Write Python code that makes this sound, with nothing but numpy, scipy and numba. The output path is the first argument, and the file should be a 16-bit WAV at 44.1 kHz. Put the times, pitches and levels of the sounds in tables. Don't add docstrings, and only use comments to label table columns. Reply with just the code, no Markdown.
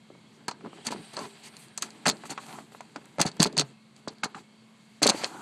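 import sys
import numpy as np
from scipy import signal
from scipy.fft import rfft, irfft
from scipy.io import wavfile
from scipy.ndimage import uniform_filter1d, minimum_filter1d
from numba import njit

SR = 44100
rng = np.random.default_rng(int(sys.argv[2]) if len(sys.argv) > 2 else 0)


def bounce(signal):
    frames = np.transpose(np.atleast_2d(signal))
    limited = np.clip(frames, -1, 1)
    pcm = np.round(limited * 32767).astype(np.int16)
    wavfile.write(sys.argv[1], SR, pcm)


def invert_db(x):
    u = np.asarray(x, float) / 20
    return 10 ** u


N = 238845

# frequency in Hz, density in dB per Hz.
ROOM_COLOUR = [(25, -16.5), (60, -29), (95, -12), (125, -3.5), (190, -6), (300, -20), (600, -21.5),
               (1100, -25), (1750, -28.5), (3300, -28.5), (4500, -30), (5200, -39.5), (8200, -34.5),
               (11000, -44)]
# pitch in Hz, wander in Hz, level in dB.
PUMP = [(218.5, 2, -62), (2150, 12, -80)]
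# centre in Hz, width in Hz, level in dB.
TRICKLE = [(1068, 170, -74.5), (1630, 150, -79), (2200, 70, -77), (2640, 110, -80), (3234, 110, -77),
           (3940, 150, -80.5), (4290, 150, -76), (4550, 110, -78)]

# centre in Hz, width in Hz, level in dB.
BODY = [(54, 64, -9), (146.5, 90, -1.5), (263, 130, -1.5), (401, 182, -5)]
# centre in Hz, width in Hz, level in dB.
PANEL = [(750, 510, 4), (1200, 1130, -2.5), (1695, 1700, 0.5)]
# centre in Hz, width in Hz, level in dB.
SHELL = [(2500, 1000, -13), (3544, 990, -11.5), (4460, 730, -1.5), (5600, 330, -9.5)]
# centre in Hz, width in Hz, level in dB.
FIBRE = [(6040, 820, 1), (7550, 3580, -0.5), (10633, 12000, -20.5)]
# centre in Hz, width in Hz, level in dB.
MOSS = [(2430, 2740, 0.5), (3440, 620, 3), (3800, 1080, -0.5), (4780, 220, 2.5)]
# centre in Hz, width in Hz, level in dB.
SCUFF = [(804, 210, -2), (1142, 120, -9), (1450, 19, -5.5), (1783, 89, -20)]
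# centre in Hz, width in Hz, level in dB.
FLAT = [(803, 230, 3), (1050, 520, -6), (1450, 460, -3.5)]
# centre in Hz, width in Hz, level in dB.
PING = [(4175, 38, 5), (4590, 120, 2), (6200, 140, -5)]

# time in seconds, force in dB, weight in dB.
RUSTLE = [(0, -69.5, -3), (.55, -63, 5.5), (.72, -58, 1.5), (.95, -56.5, -12.5), (1.3, -58, -13),
          (1.55, -58.5, -11), (1.68, -62, -8.5), (1.75, -63.5, -8), (1.9, -56, -4.5), (2.0, -58, -1.5),
          (2.3, -56, -7.5), (2.6, -63.5, -1.5), (2.87, -62, -2), (3.3, -61, 0.5), (3.5, -52.5, 10.5),
          (3.74, -95, 12), (4.3, -62, 3), (4.6, -71.5, -3), (5.0, -66.5, -7.5), (5.42, -81, -2)]
# time in seconds, centre in Hz, width in Hz.
BRUSH = [(0, 7100, 2570), (.8, 7950, 2530), (0.95, 8550, 2100), (1.1, 8400, 2266), (1.25, 8200, 2590),
         (1.38, 7900, 2004), (1.53, 8700, 2004), (1.62, 8550, 4010), (1.72, 8700, 2402), (1.85, 8050, 3000),
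         (2.2, 7910, 3565), (2.5, 7700, 3740), (4.402, 7400, 2860), (5.2, 7140, 4880), (5.42, 7650, 4000)]
# start in seconds, length in seconds, force in dB, weight in dB.
STROKES = [(.088, 0.12, -81, 22), (.59, .038, -79, 8.5), (.627, 0.071, -76.5, 26.5), (.714, 0.26, -63, 0),
           (.845, 0.039, -48.5, -2.5), (.948, 0.1, -55.5, 8), (1.131, 0.026, -51, -2.5),
           (1.432, 0.068, -57, -8.5), (1.585, 0.091, -86.5, -29.5), (1.808, 0.079, -51.5, -2.5),
           (2.11, 0.1, -62.5, 13.5), (2.233, .042, -64, 14), (2.39, 0.15, -60.5, -5.5),
           (2.462, 0.2, -53, 0.5), (2.717, 0.028, -61.5, -4), (3.52, 0.058, -56, 9), (3.634, 0.12, -61, 3),
           (3.955, 0.059, -67, -2.5), (4.342, 0.089, -56.5, 0.5), (2.25, 0.033, -70, -19),
           (2.735, 0.056, -70, -8), (4.1, 0.043, -57.5, 4), (5.15, 0.16, -56.5, -9),
           (5.256, 0.39, -55, 1.5)]
# start in seconds, length in seconds, force in dB, weight in dB.
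GRIPS = [(.862, 0.036, -36.5, -25), (.905, 0.042, -41.5, -0.5), (1.152, 0.15, -46.5, -3.5),
         (2.054, 0.068, -28, -6), (2.293, 0.05, -40.5, -7), (3.192, 0.054, -29.5, -22),
         (3.25, 0.051, -36.5, -9), (3.394, 0.06, -30, -3.5), (3.453, 0.029, -39, 10.5),
         (3.564, 0.069, -35, -5), (5.018, 0.056, -28.5, -14), (5.062, 0.031, -32, -18),
         (5.086, 0.028, -30, 0), (5.107, 0.22, -43, -17.5), (5.232, 0.034, -36, -19)]
# start in seconds, length in seconds, level in dB.
DRAGS = [(0.63, 0.027, -60), (0.923, 0.039, -53), (1.165, 0.056, -46), (2.304, 0.043, -45),
         (2.453, 0.16, -49.5), (4.07, 0.049, -61), (4.228, 0.053, -41), (4.352, 0.041, -46.5),
         (5.115, .1, -67), (5.26, 0.12, -50.5), (5.304, 0.18, -47.5)]
# start in seconds, length in seconds, centre in Hz, width in Hz, level in dB.
WHISPERS = [
    (.2, .11, 3350, 250, -71),
    (.325, .06, 6000, 5000, -68),
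    (.66, .3, 3000, 650, -60),
    (1.425, .07, 4400, 900, -59),
    (1.425, .07, 6800, 2600, -58),
    (1.45, .045, 2200, 1800, -57),
    (2.455, .025, 10500, 3000, -60),
    (5.14, .105, 4680, 300, -48),
]

# start in seconds, peak in dB, pitch in Hz.
TAPS = [(0.1017, -36.5, 296), (0.151, -37.5, 344), (0.512, -26, 905), (0.608, -38, 834), (.648, -30.5, 413),
        (0.661, -32.5, 690), (0.669, -32, 494), (0.73, -34, 636), (0.786, -38.5, 506), (0.9465, -25.5, 287),
        (1.138, -38, 880), (1.167, -26, 1070), (1.19, -24, 563), (1.245, -32.5, 990), (1.7801, -31, 970),
        (2.131, -27.5, 275), (2.236, -28.5, 795), (2.255, -34, 1200), (2.492, -36, 1030),
        (2.527, -32, 1040), (2.586, -29, 744), (2.7477, -33, 680), (2.806, -29, 840), (2.98, -34.5, 274),
        (3.2496, -35, 750), (0.85, -39, 700), (0.96, -32, 590), (0.983, -44, 420), (3.532, -35.5, 496),
        (3.593, -22, 517), (4.246, -27, 820), (5.1099, -19.5, 890), (5.243, -24, 660), (3.5683, -22.5, 655),
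        (4.2573, -26.5, 450), (4.08, -29, 403), (2.075, -14, 566), (0.655, -57, 600), (0.679, -40, 420),
        (4.368, -47, 950), (4.384, -44.5, 1200), (5.118, -17.5, 750), (5.172, -45, 760), (5.197, -39, 760),
        (5.226, -28, 1450), (5.237, -23, 428), (5.262, -29, 700), (5.305, -45, 800), (5.35, -32.5, 300),
        (5.369, -45, 1440), (5.401, -40, 790)]
# start in seconds, peak in dB, pitch in Hz.
KNOCKS = [(0.4817, -19, 960), (.8712, -35, 510), (0.905, -26, 345), (0.9235, -28, 680),
          (1.1745, -24.5, 590), (1.8263, -24.5, 1620), (2.0561, -14.5, 990), (2.0566, -13, 685),
          (2.0649, -18.5, 676), (2.0868, -17, 407), (2.3764, -23, 1040), (2.9591, -27, 910),
          (3.1836, -21, 473), (3.199, -15, 630), (3.2042, -16.5, 320), (3.2549, -24, 215),
          (3.398, -17.5, 530), (3.4005, -13.5, 255), (3.4202, -18.5, 910), (3.457, -17.5, 590),
          (3.618, -26.5, 552), (4.0755, -27, 777), (4.2331, -17, 1450), (4.3466, -30.5, 1200),
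          (5.018, -17, 517), (5.027, -36, 646), (5.0583, -9, 390), (5.0855, -11.5, 653),
          (5.0964, -17.5, 724), (5.145, -25, 354)]
# start in seconds, peak in dB, brightness in dB.
SNAPS = [(.482, -24, -11), (0.5118, -30.5, -17.5), (0.868, -21, -9.5), (0.9175, -30.5, -10),
         (1.1373, -38, -20), (1.168, -30, -13), (1.191, -32, -12), (1.5675, -36.5, -9.5),
         (1.684, -44.5, -9), (1.7764, -28, -5.5), (1.8226, -23.5, -4.5), (1.8472, -45, 2),
         (1.9053, -38, -12), (2.2576, -46, -4), (2.169, -40, -20), (2.305, -35.5, 0), (2.31, -35.5, -1),
         (2.5293, -49, -23), (2.8083, -40.5, -7.5), (2.961, -33.5, -15.5), (3.056, -49, 1.5),
         (3.185, -38.5, -7), (3.264, -25.5, -12.5), (3.275, -28.5, -16.5), (3.316, -35, -18),
         (3.368, -43.5, -7), (3.527, -38, -10.5), (3.964, -41.5, -13), (4.079, -33.5, -10.5),
         (4.0829, -29, -21.5), (4.1838, -40.5, -18), (4.236, -26.5, -12), (4.243, -22, -12.5)]
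# start in seconds, peak in dB, brightness in dB.
CREAKS = [(2.0558, -28, -10), (2.065, -19, -11), (2.0705, -10, -12), (2.087, -13, -11), (2.104, -29, -19),
          (2.081, -8.5, -14), (2.091, -12, -10), (2.098, -10, -12.5), (2.1115, -21.5, -32),
          (3.2028, -12, -19), (3.198, -31.5, -14), (3.214, -10, -10), (3.2155, -6.5, -9.5),
          (3.2182, -18, -3), (3.2268, -25, -6.5), (3.402, -8.5, -17.5), (3.4058, -12, -26),
          (3.4145, -22.5, -8), (3.4254, -20.5, -17), (3.4628, -23, -14), (3.421, -17, -4),
          (3.429, -2, -7.5), (3.439, -8.5, -13), (3.446, -12.5, -15), (3.4708, -23, -27),
          (3.5686, -18.5, -18), (3.5785, -9, -12), (3.5854, -10, -16), (3.588, -17, -25),
          (3.5948, -11, -14.5), (3.6002, -20, -19), (3.597, -5.5, -11.5), (3.606, -15.5, -15.5),
          (3.6114, -12, -17), (5.02, -35, -6), (5.027, -19, -5.5), (5.0305, -2, -13), (5.0346, -12, -9),
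          (5.0376, -13, -14), (5.0425, -24, -5), (5.065, -21, -8), (5.047, -13, -20), (5.0686, -8.5, -7),
          (5.0748, -4.5, -14), (5.0897, -13, -17), (5.0918, -15, -5), (5.0969, -8, -12),
          (5.1009, -11, -6.5), (5.105, -12, -17), (5.238, -22, -20), (5.2443, -14, -18.5)]
# start in seconds, peak in dB, pitch in Hz, ring T60 in ms.
THUDS = [(0.483, -18.5, 220, 10.3), (0.662, -35, 197, 54), (0.869, -28.5, 222, 134), (0.918, -28, 232, 44),
         (0.987, -39, 164, 150), (1.175, -34, 179, 37), (2.067, -44, 180, 43), (2.087, -39, 186, 190),
         (2.963, -30.5, 258, 59), (3.185, -24.5, 160, 68), (3.204, -14.5, 171, 39), (3.255, -11, 156, 19),
         (3.399, -10, 159.2, 88), (3.457, -21.5, 180, 55), (3.57, -25.5, 156, 130),
         (3.589, -23.5, 147.5, 170), (3.629, -31.5, 132, 200), (4.0761, -20.5, 207, 21),
         (4.24, -22.5, 201, 26), (4.256, -26.5, 201, 25), (4.352, -40.5, 186, 100), (5.02, -26, 212, 29),
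         (5.061, -20.5, 215, 52), (5.087, -30, 214, 96), (5.141, -37, 193, 33)]
# start in seconds, peak in dB, pitch in Hz, ring T60 in ms.
PLUCKS = [(0.922, -29.5, 922, 75), (1.216, -37.5, 1014, 170), (1.236, -40, 956, 120), (1.238, -44, 747, 80),
          (1.256, -45.5, 395, 350), (2.378, -29.5, 1050, 59), (3.2505, -22, 727, 35),
          (4.235, -21, 1474, 25), (4.241, -27, 1120, 30), (4.346, -29, 1170, 20), (5.021, -20, 292, 116),
          (5.143, -26.5, 289, 67), (5.196, -39, 817, 90), (5.368, -41.5, 1390, 83)]
# time in seconds, peak in dB, pitch in Hz.
JABS = [(0.61, -43, 1500), (.6608, -29, 595), (.669, -35, 600), (.851, -39, 790), (1.4325, -45, 5000),
        (1.7775, -28, 2200), (1.8235, -28, 1700), (2.254, -41, 1300), (2.3785, -35, 1520),
        (2.4657, -32, 4500), (2.486, -38, 2200), (2.4937, -35, 2500), (2.5095, -37, 1800),
        (2.528, -30, 2400), (2.5885, -40, 1300), (2.722, -41, 1000), (2.9612, -27.5, 1520),
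        (3.0605, -42, 1500), (3.1846, -27, 1200), (3.1985, -12.5, 1000), (3.372, -39, 892),
        (3.375, -45, 1900), (3.3985, -26, 1300), (3.4212, -13, 1300), (3.4568, -17, 900),
        (3.6202, -27, 1200), (4.0757, -22, 750), (4.136, -48, 4500), (4.235, -21, 1510),
        (5.0984, -15, 4000), (5.2428, -19, 4500)]
# frequency in Hz, floor in dB under the
MASK_FLOOR = [(1000, -70), (3000, -57), (6000, -60.5), (9000, -37.5), (12000, -29.5), (16000, -36.5)]


def unit(x):
    return x / np.sqrt(np.mean(x ** 2))


def band(x, hz, width):
    return signal.lfilter(*signal.iirpeak(hz, hz / width, fs=SR), x)


def ring(x, modes):
    return sum((-1) ** k * invert_db(db) * band(band(x, hz, width), hz, width)
               for k, (hz, width, db) in enumerate(modes))


def walk(rate):
    hold = int(SR / rate)
    steps = np.repeat(rng.standard_normal(N // hold + 1), hold)
    return 2.0 * uniform_filter1d(uniform_filter1d(steps, hold), hold)[:N]


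def grit(spread_db, patchy_db, rate):
    size_db = spread_db * np.minimum(rng.exponential(size=N), 6.5)
    return rng.standard_normal(N) * invert_db(size_db + patchy_db * walk(rate))


def add(out, piece, s):
    i = int(s * SR)
    out[i:i + len(piece)] += piece[:N - i]


def room(level_db=-57, top_db=-14):
    hz, db = np.transpose(ROOM_COLOUR)
    f = np.maximum(np.arange(N // 2 + 1) * SR / N, 1)
    colour = np.interp(np.log(f), np.log(hz), db)
    colour += top_db * np.maximum(np.log2(f / hz[-1]), 0) * 2
    air = irfft(rfft(rng.standard_normal(N)) * invert_db(colour), N)
    hum = np.zeros(N)
    for pitch, wander, db in PUMP:
        phase = 2 * np.pi * np.cumsum(pitch + wander * walk(20.0)) / SR
        hum += invert_db(db + 6.5 + 0.4 * walk(28)) * np.sin(phase)
    return invert_db(level_db + 0.76 * walk(4.3)) * unit(air) + hum


def trickle(flicker_db=2.5, rate=9):
    return sum(invert_db(db + flicker_db * walk(rate)) * unit(band(rng.standard_normal(N), hz, width))
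               for hz, width, db in TRICKLE)


@njit
def sweep(x, hz, width):
    y, b, l = np.empty(len(x)), 0., 0.
    for i in range(len(x)):
        g, k = np.tan(np.pi * hz[i] / SR), width[i] / hz[i]
        v = (b + g * (x[i] - l)) / (1 + g * (g + k))
        b, l, y[i] = 2 * v - b, l + 2 * g * v, k * v
    return y


def brush(air_db=-10):
    s, *shape = np.transpose(BRUSH)
    hz, width = (np.interp(np.arange(N) / SR, s, c) for c in shape)
    air = ring(grit(1.6, 2.0, 41), [(11000, 5500, 0)]) * width / 3000
    hiss = sweep(sweep(grit(0.86, 0.9, 45), hz, width), hz, width)
    return unit(unit(hiss) + invert_db(air_db) * unit(air))


def layers_db(force_db, weight_db, offset_db, share):
    return [force_db + o + k * weight_db for o, k in zip(offset_db, share)]


def stroke_power(length, attack=0.11, release=0.087):
    u = np.arange(int(2 * length * SR)) / SR / length
    return np.minimum(u / attack, 1) ** 2 / (1 + np.exp((u - .8) / release)) ** 2


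def friction(hard_db=-50):
    # offset in dB, then dB per dB of weight
    grip_law = (5, -1.5, -3, -5.5), (0.58, -0.13, 0.11, 0.15)
    stroke_law = (5, -1.5, -2, -2.5), (1, -0.45, -0.99, -1.12)
    rustle_law = (5, -1.5, -4.5, -9.5), (0.54, 0, -0.48, -0.72)

    soft, hard, drag = np.zeros((4, N)), np.zeros((4, N)), np.zeros(N)
    for rows, law in ((GRIPS, grip_law), (STROKES, stroke_law)):
        for start, length, force_db, weight_db in rows:
            levels = layers_db(force_db, weight_db, *law)
            shape = stroke_power(length)
            hard_share = 1 / (1 + invert_db(hard_db - levels[2]) ** 2)
            for k, db in enumerate(levels):
                add(hard[k], hard_share * invert_db(2 * db) * shape, start)
                add(soft[k], (1 - hard_share) * invert_db(2 * db) * shape, start)
    for start, length, db in DRAGS:
        add(drag, invert_db(2 * db) * stroke_power(length), start)
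    s, *slow = np.transpose(RUSTLE)
    soft += [invert_db(2 * np.interp(np.arange(N) / SR, s, c)) for c in layers_db(*slow, *rustle_law)]

    coarse = [ring(grit(0.4, 1.0, 40), BODY), ring(grit(5.13, 0.6, 90), PANEL),
              ring(grit(1.7, 1.5, 150), SHELL), ring(grit(1.4, 1.5, 150), FIBRE)]
    scuff = grit(2.8, 1.5, 110)
    moss = grit(1.8, 1.2, 80)
    fine = [ring(grit(1.0, 1.0, 30), BODY), ring(scuff, SCUFF) + 2.0 * ring(scuff, PANEL),
            ring(moss, MOSS), brush()]
    out = np.sqrt(drag) * unit(ring(scuff * invert_db(0.76 * walk(41)), FLAT))
    for h, c, d, f in zip(hard, coarse, soft, fine):
        out += np.sqrt(h) * unit(c) + np.sqrt(d) * unit(f)
    return out


def knocks(spread=1.24, loss_db=13, buzz_db=-5, wood_db=-6, knock_t60_ms=56, tap_t60_ms=33.3):
    t = np.arange(3072) / SR
    out = np.zeros(N)
    rise = 1 - np.exp(-(t / .0005) ** 2)
    rows = [(*r, knock_t60_ms) for r in KNOCKS] + [(*r, tap_t60_ms) for r in TAPS]
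    for s, db, hz, t60_ms in rows:
        wood = invert_db(wood_db) * np.sin(2 * np.pi * 2.2 * hz * t)
        swing = (np.sin(2 * np.pi * hz * t) + wood) * invert_db(-loss_db * hz * t)
        loose = unit(ring(rng.standard_normal(3072), [(hz, spread * hz, 0)]))
        buzz = loose * invert_db(buzz_db - 60000 * t / max(t60_ms, 4))
        add(out, invert_db(db - 0.5) * rise * (swing + buzz), s)
    return out


def whisper():
    t = np.arange(N) / SR
    out = np.zeros(N)
    for s, length, hz, width, db in WHISPERS:
        swell = np.sqrt(np.sin(np.pi * np.clip((t - s) / length, 0, 1)).clip(0))
        out += invert_db(db) * swell * unit(ring(rng.standard_normal(N), [(hz, width, 0)]))
    return out


def slips(crack_s=.0002, fade_s=0.00081, ping_db=2, tail_db=-14, mid_db=-12, crumble=0.4):
    creak_t60_ms, snap_t60_ms = 25, 53.8
    snap_full_db, snap_ms_per_db = -27.5, 2.5
    t = np.arange(3072) / SR
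    shell, fibre = np.zeros(N), np.zeros(N)
    crack = 1.66 * (1 - np.exp(-(t / crack_s) ** 2)) * np.exp(-t / fade_s)
    rows = [(*r, creak_t60_ms) for r in CREAKS]
    rows += [(*r, snap_t60_ms + snap_ms_per_db * min(r[1] - snap_full_db, 0)) for r in SNAPS]
    for s, db, bright_db, t60_ms in rows:
        noise = rng.standard_normal(3072)
        start_db = min(tail_db + crumble * (t60_ms - 20), -2)
        tail = invert_db(start_db - 60000 * t / max(t60_ms, 6)) * np.minimum(t / crack_s / 2, 1)
        even = np.sqrt(np.sum(crack ** 2) / np.sum((noise * crack) ** 2))
        snap = noise * crack * even + noise * tail
        add(shell, invert_db(db) * snap, s - 2 * crack_s)
        add(fibre, invert_db(db + bright_db) * snap, s - 2 * crack_s)
    ping = sum(invert_db(db) * band(shell, hz, width) for hz, width, db in PING)
    out = invert_db(ping_db) * ping + invert_db(8.5) * ring(shell, SHELL)
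    return out + invert_db(10.5) * ring(fibre, FIBRE) + invert_db(mid_db) * ring(shell, PANEL)


def thuds(rise_s=0.00033, sag=0.069, sag_s=0.023):
    t = np.arange(9000) / SR
    out = np.zeros(N)
    for s, db, hz, t60_ms in THUDS + PLUCKS:
        phase = 2 * np.pi * hz * (t + sag * sag_s * (1 - np.exp(-t / sag_s)))
        level = invert_db(db - 0.5 - 60000 * t / t60_ms) * (1 - np.exp(-t / rise_s))
        add(out, level * np.sin(phase), s)
    return out


def jabs():
    out = np.zeros(N)
    for s, db, hz in JABS:
        u = np.pi * np.sqrt(2) * hz * (np.arange(256) - 128) / SR
        add(out, -invert_db(db) * np.sqrt(2 * np.e) * u * np.exp(-u ** 2), s - 128 / SR)
    return out


def tank(x, dull_t60=0.22, dull_db=-13, bright_t60=0.058, bright_db=-14, split_hz=1800):
    t = np.arange(8192) / SR
    noise = rng.standard_normal(8192) * np.minimum(t / 0.0013, 1)
    dull = signal.lfilter(*signal.butter(2, split_hz, fs=SR), noise)
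    echo = invert_db(dull_db - 60 * t / dull_t60) / np.sqrt(dull_t60) * dull
    echo += invert_db(bright_db - 60 * t / bright_t60) / np.sqrt(bright_t60) * (noise - dull)
    return x + signal.fftconvolve(x, echo * np.sqrt(2 * np.log(1000) / SR))[:N]


def scene():
    background = room() + trickle()
    contact = tank(friction() + knocks() + slips() + jabs())
    return (background + contact + whisper() + thuds())[None, :]


def mask(x):
    f, _, z = signal.stft(x, SR, nperseg=256, noverlap=128)
    power = uniform_filter1d(np.abs(z) ** 2, size=5, axis=0)
    peak = -minimum_filter1d(-power[f > 2600].max(axis=0), size=11)
    hz, db = np.transpose(MASK_FLOOR)
    floor = peak * invert_db(2 * np.interp(f, hz, db))[:, None]
    keep = 1 / (1 + (floor / (power + 1e-18)) ** 4)
    return signal.istft(z * keep, SR, nperseg=256, noverlap=128)[1][:N]


def low_pass(x):
    return signal.sosfilt(signal.butter(12, 15960, fs=SR, output="sos"), x)


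def record(dry, end_s=5.416):
    fade_out = np.clip((end_s - np.arange(N) / SR) / 0.0017, 0, 1)
    x = np.tanh(0.99 * dry) / 1.246 * fade_out
    x = signal.sosfilt(signal.butter(4, 118, "high", fs=SR, output="sos"), x) + invert_db(-18.0) * x
    x = signal.sosfilt(signal.butter(4, 13300, fs=SR, output="sos"), x)
    x = mask(x[0])[None, :]
    x = signal.sosfilt(signal.ellip(8, .2, 60, 15900, fs=SR, output="sos"), x)
    return low_pass(x)


dry = scene()
out = record(dry)
bounce(out)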